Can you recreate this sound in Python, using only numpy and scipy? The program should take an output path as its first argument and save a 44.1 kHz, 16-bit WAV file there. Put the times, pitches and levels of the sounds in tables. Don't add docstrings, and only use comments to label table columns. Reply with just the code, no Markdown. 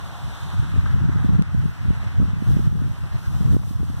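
import sys
import numpy as np
from scipy import signal
from scipy.fft import rfft, irfft
from scipy.io import wavfile
from scipy.ndimage import uniform_filter1d, minimum_filter1d

SR = 44100
rng = np.random.default_rng(int(sys.argv[2]) if len(sys.argv) > 2 else 0)


def pcm_store(signal):
    levels = np.round(np.clip(np.atleast_2d(signal), -1, 1) * 32767)
    wavfile.write(sys.argv[1], SR, levels.astype(np.int16).T)


N = 176400
TIME, BINS = np.arange(N) / SR, np.fft.rfftfreq(N, 1 / SR)

# time in seconds, level in dB.
WIND_STRENGTH = [(0.0, -29.5), (0.18, -33.5), (0.27, -24), (0.39, -37.5), (0.45, -22.5), (0.5, -29),
                 (0.54, -22.5), (0.6, -22.5), (0.69, -20.5), (0.78, -18.5), (0.86, -22.5), (0.94, -18),
                 (1.05, -14.5), (1.14, -19.5), (1.3, -17.5), (1.4, -16.5), (1.46, -26.5), (1.56, -18.5),
                 (1.67, -19), (1.74, -33.5), (1.9, -15.5), (1.95, -24.5), (2.07, -23.5), (2.11, -29),
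                 (2.16, -21), (2.23, -14), (2.27, -20.5), (2.37, -22.5), (2.44, -25), (2.5, -14),
                 (2.63, -17), (2.68, -21), (2.78, -19.5), (2.89, -18.5), (2.96, -31), (3.04, -22.5),
                 (3.11, -30.5), (3.15, -21), (3.23, -30.5), (3.29, -22), (3.46, -17), (3.56, -14),
                 (3.61, -22.5), (3.77, -22.5), (3.8, -18), (3.87, -21), (3.99, -23)]
# frequency in Hz, relative level in dB.
RUMBLE_SPECTRUM = [(10, -58), (22, -7), (43, -6), (65, -0.5), (105, -1.5), (160, -7.5), (230, -21.5),
                   (350, -35.5), (700, -94), (2000, -100)]
FLUTTER_SPECTRUM = [(60, -2), (130, 11.5), (190, 4), (270, -5), (400, -17), (600, -27.5), (1000, -38.5),
                    (3000, -67)]
# centre in seconds, level at the second port in dB,
# pitch in Hz, first port against second in dB, half-length in cycles.
EDDIES = [(0.28, -19.5, 150, -3, 0.31), (0.597, -9, 107, -2, 0.45), (0.628, -9.5, 131, -2, 0.47),
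          (0.741, -16, 190, -2, 0.39), (.762, -13.5, 129, 7.5, 0.43), (0.785, -8, 100, 0.5, .7),
          (0.943, -7, 95, -2, 0.56), (1.016, -9, 127, 5, 0.64), (1.041, -15, 165, -5, 0.56),
          (1.056, -5.5, 124, -6, 0.4), (1.095, -12, 248, -4, 0.34), (1.16, -9.5, 154, -1, .45),
          (1.247, -7.5, 235, -8, 0.55), (1.292, -3.5, 158, -4, 0.31), (1.305, -11, 235, -8, .4),
          (1.333, -9, 179, -4, 0.58), (1.394, -0.5, 164, -2, 0.46), (1.418, -8.5, 174, -1, 0.59),
          (1.548, -4.5, 155, -5, 0.39), (1.599, -11.5, 128, -1, 1), (1.657, -7, 162, -3.5, 0.5),
          (1.906, -5, 159, -0.5, 0.29), (2.070, -16.5, 101, 4.5, 0.54), (2.201, -13.5, 190, 7.5, 0.43),
          (2.22, -13, 178, 3.5, 0.35), (2.23, -9, 203, -5.5, 0.57), (2.242, -16.5, 120, 5.5, 0.45),
          (2.286, -21.5, 195, 0.5, 0.98), (2.37, -13, 150, -26, .45), (2.424, -9.5, 208, -3, 0.43),
          (2.495, -9, 103, -18, 1), (2.511, -12, 170, -10, .4), (2.569, -3, 166, -1.5, 0.32),
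          (2.593, -18, 322, -2.5, 0.63), (2.676, -2.5, 138, -3.5, 0.5), (2.728, -9, 160, -5, .4),
          (2.756, -12, 164, 1.5, 0.59), (2.82, -9, 205, -5.5, 0.36), (3.153, -15.5, 111, -7, 0.83),
          (3.328, -25, 153, -1, .45), (3.410, -10.5, 176, -0.5, 0.6), (3.432, -19, 185, -9, 0.44),
          (3.479, -14, 140, 7, 0.89), (3.495, -16.5, 185, 1.5, 0.63), (3.509, -10, 151, -3, .4),
          (3.547, -1, 200, -11.5, 0.23), (3.567, 1.5, 190, -2.5, 0.17), (3.71, -12, 175, -1.5, 0.34),
          (3.8, -7, 138, -11, 0.48), (3.831, -17, 258, 1.5, 0.33), (3.901, -16.5, 223, -3, 0.54)]
# time in seconds, level in dB.
RUSH_LEVEL = [(0, -42), (.3, -40.5), (.55, -42), (.85, -40), (1.3, -41), (1.5, -43), (1.75, -42.5),
              (2.03, -40), (2.3, -42.5), (2.58, -41), (2.78, -43), (2.95, -41.5), (3.08, -42.5),
              (3.16, -38.5), (3.22, -42), (3.5, -40.5), (3.68, -42.5), (3.85, -41.5), (4, -40)]
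WING_LEVEL = [(0, -49.5), (.48, -45.5), (.8, -53), (1.1, -63), (1.6, -74), (4, -82)]
GRASS_LEVEL = [(0.0, -63.5), (0.48, -63), (0.57, -65), (0.95, -64.5), (1.08, -68), (1.26, -65), (1.42, -72),
               (1.6, -64.5), (2.38, -68), (2.5, -56.5), (2.66, -63), (2.78, -63), (3.12, -65.5),
               (3.24, -59), (3.48, -59.5), (3.55, -56), (3.6, -59), (3.69, -53), (3.8, -61.5), (3.99, -59)]
# frequency in Hz, relative level in dB.
RUSH_SPECTRUM = [(100, -2.5), (300, 2), (480, -6.5), (700, -3), (1000, -1.5), (1450, -1), (1900, -6),
                 (2500, -7.5), (3600, -13.5), (5000, -18.5), (8000, -24), (16000, -40.5)]
WING_SPECTRUM = [(1200, -5), (2500, -10.5), (3600, 1.5), (4800, -13), (7000, -11), (10000, -17),
                 (16000, -26)]
GRASS_SPECTRUM = [(800, -34), (2500, 2), (5000, 1.5), (8000, -1), (11000, -1.5), (15000, -3)]
# time in seconds, centre in Hz.
LOBE_CENTRE = [(0, 710), (.4, 850), (.85, 1540), (1.4, 1580), (2.1, 1870), (2.6, 2340), (4, 2400)]
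# frequency in Hz, likeness from 0 to 1.
GLIDER_LIKENESS = [(300, .45), (1500, 0.077), (4000, 0.081), (10000, 0.15)]
GRASS_LIKENESS = [(2000, .3), (8000, 0.088), (14000, .05)]
# centre in seconds, peak in dB, resonance in Hz, half-length in seconds.
FAINT_KNOCKS = [(0.863, -23.5, 1430, 0.0037), (3.634, -29.5, 1010, 0.002), (3.985, -34, 1140, 0.0047)]
# frequency in Hz, share from 0 to 1.
COMB_LEAK = [(200, 0.2), (1100, 0.11), (2300, 0.24), (4700, 0.31), (6500, 0.34), (8500, 0.57),
             (14000, 0.58)]
# frequency in Hz, side gain against mid in dB.
SIDE_GAIN = [(100, 1), (300, -3), (600, -6.5), (1000, -3.5), (1500, 3), (2300, -1), (4000, 0.5),
             (12000, 0.2)]


def wind():
    breeze_db, flutter_growth, sway_hz = -19.5, 1.77, 36
    strength_db = curve(WIND_STRENGTH)
    flutter_db = -31.5 + flutter_growth * (strength_db - breeze_db)
    rumble = port_noise(RUMBLE_SPECTRUM) * amp(strength_db + 2.5 * sway(sway_hz))
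    flutter = port_noise(FLUTTER_SPECTRUM) * amp(flutter_db + 7 * sway(sway_hz))
    return rumble + flutter


def buffets():
    core_speed, core_db = 2.35, -21.5
    ports = np.zeros((2, N))
    for (centre_s, db, hz, first_db, cycles), phase in zip(EDDIES, rng.random((len(EDDIES), 2))):
        near = abs(TIME - centre_s) * hz < 10
        port_gain = amp([[db + first_db], [db]])
        for speed, gain in ((1, 1), (core_speed, amp(core_db))):
            turns = (TIME[near] - centre_s) * hz * speed
            swing = np.cos(2 * np.pi * (turns + phase[:, None])) / np.cosh(turns / cycles)
            ports[:, near] += gain * port_gain * swing
    return ports


def glider():
    rush = distant_air(RUSH_SPECTRUM, GLIDER_LIKENESS, ground_lobe) * amp(curve(RUSH_LEVEL))
    wing_hiss = distant_air(WING_SPECTRUM, GLIDER_LIKENESS) * amp(curve(WING_LEVEL))
    return rush + wing_hiss


def ground_lobe(t, hz):
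    lift_db, width_octaves = 6.5 - 2.5 * t, 0.55
    octaves_off = np.log2((hz + 1) / curve(LOBE_CENTRE, t))
    return lift_db * np.exp(-.5 * (octaves_off / width_octaves) ** 2)


def grass():
    return distant_air(GRASS_SPECTRUM, GRASS_LIKENESS) * amp(9 + curve(GRASS_LEVEL))


def knocks():
    half_width_hz = 300
    sound = np.zeros(N)
    for centre_s, db, hz, half_length_s in FAINT_KNOCKS:
        ring = irfft(rfft(rng.standard_normal(N)) / (1 + ((BINS - hz) / half_width_hz) ** 2), N)
        knock = ring * np.exp(-((TIME - centre_s) / half_length_s) ** 2)
        sound += amp(db) * knock / abs(knock).max()
    return sound


def click():
    at_s, step_db, decay_s, right_db = 1.4233, -13, 0.00073, -2.5
    age = TIME - at_s
    step = amp(step_db) / 2 * np.sign(age) * np.exp(-abs(age) / decay_s)
    return step * np.array([[1], [-amp(right_db)]])


def port_noise(spectrum):
    white = rng.standard_normal((2, N))
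    return unit_rms(irfft(rfft(white) * amp(at_hz(spectrum, BINS)), N))


def distant_air(spectrum, likeness, lift=None):
    patch_db, patch_s, patch_hz, swell_db = 1.03, 0.037, 315, 0.8
    t = np.arange(N // 256 + 5)[:, None] * 256 / SR
    hz = np.fft.rfftfreq(1024, 1 / SR)
    draws = rng.standard_normal((5, len(t), len(hz)))
    shared, separate = draws[0] + 1j * draws[1], draws[2] + 1j * draws[3]
    same = at_hz(likeness, hz)
    ports = np.array([shared, same * shared + np.sqrt(1 - same ** 2) * separate])
    time_blur = np.exp(-(np.fft.fftfreq(len(t), t[1, 0])[:, None] * patch_s * 2) ** 2)
    band_blur = np.exp(-(np.fft.fftfreq(len(hz), hz[1]) * patch_hz * 2) ** 2)
    patches = unit_rms(np.fft.ifft2(np.fft.fft2(draws[4]) * time_blur * band_blur).real)
    colour_db = at_hz(spectrum, hz) + patch_db * patches + (lift(t, hz) if lift else 0)
    _, sound = signal.istft(ports * amp(colour_db), nperseg=1024, noverlap=768, time_axis=1, freq_axis=2)
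    return unit_rms(sound[:, :N] * amp(swell_db * sway(hz=26)))


def sway(hz):
    band = BINS / (BINS + hz / 10) / (1 + (BINS / hz) ** 4)
    wander = unit_rms(irfft(rfft(rng.standard_normal(N)) * band, N))
    return 2 * np.tanh(wander / 2)


def amp(db):
    return 10 ** (np.asarray(db) / 20)


def unit_rms(x):
    return x / np.sqrt(np.mean(x ** 2) + 1e-20)


def curve(points, t=TIME):
    return np.interp(t, *np.transpose(points))


def at_hz(points, hz):
    row_hz, value = np.transpose(points)
    return np.interp(np.log(hz + 1), np.log(row_hz + 1), value)


def scene():
    return wind() + buffets() + glider() + grass() + knocks()


def widen(ports):
    delay_s = .000428
    first, second = rfft(ports)
    echo = (1 - at_hz(COMB_LEAK, BINS)) * np.exp(-2j * np.pi * BINS * delay_s)
    mid = irfft(first * (1 - echo) / 2, N)
    side = irfft(second * (1 + echo) / 2 * amp(at_hz(SIDE_GAIN, BINS)), N)
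    return np.array([mid + side, mid - side])


def limiter(stereo, limit_db=-5, recover_db_per_s=9):
    over_db = np.maximum(20 * np.log10(abs(stereo).max(0) + 1e-9) - limit_db, 0)
    recovery_db = TIME * recover_db_per_s
    gain_db = recovery_db - np.maximum.accumulate(over_db + recovery_db)
    smooth_db = uniform_filter1d(minimum_filter1d(gain_db, size=129), size=129)
    return stereo * amp(smooth_db)


def record(dry):
    low_cut_hz, top_hz = 44, 15550
    low_cut = signal.butter(3, low_cut_hz, "high", fs=SR, output="sos")
    band_limit = signal.firwin(511, top_hz, window=("kaiser", 9), fs=SR)
    stereo = signal.sosfilt(low_cut, widen(dry)) + click()
    return signal.oaconvolve(limiter(stereo), band_limit[None], "same")


dry = scene()
out = record(dry)
pcm_store(out)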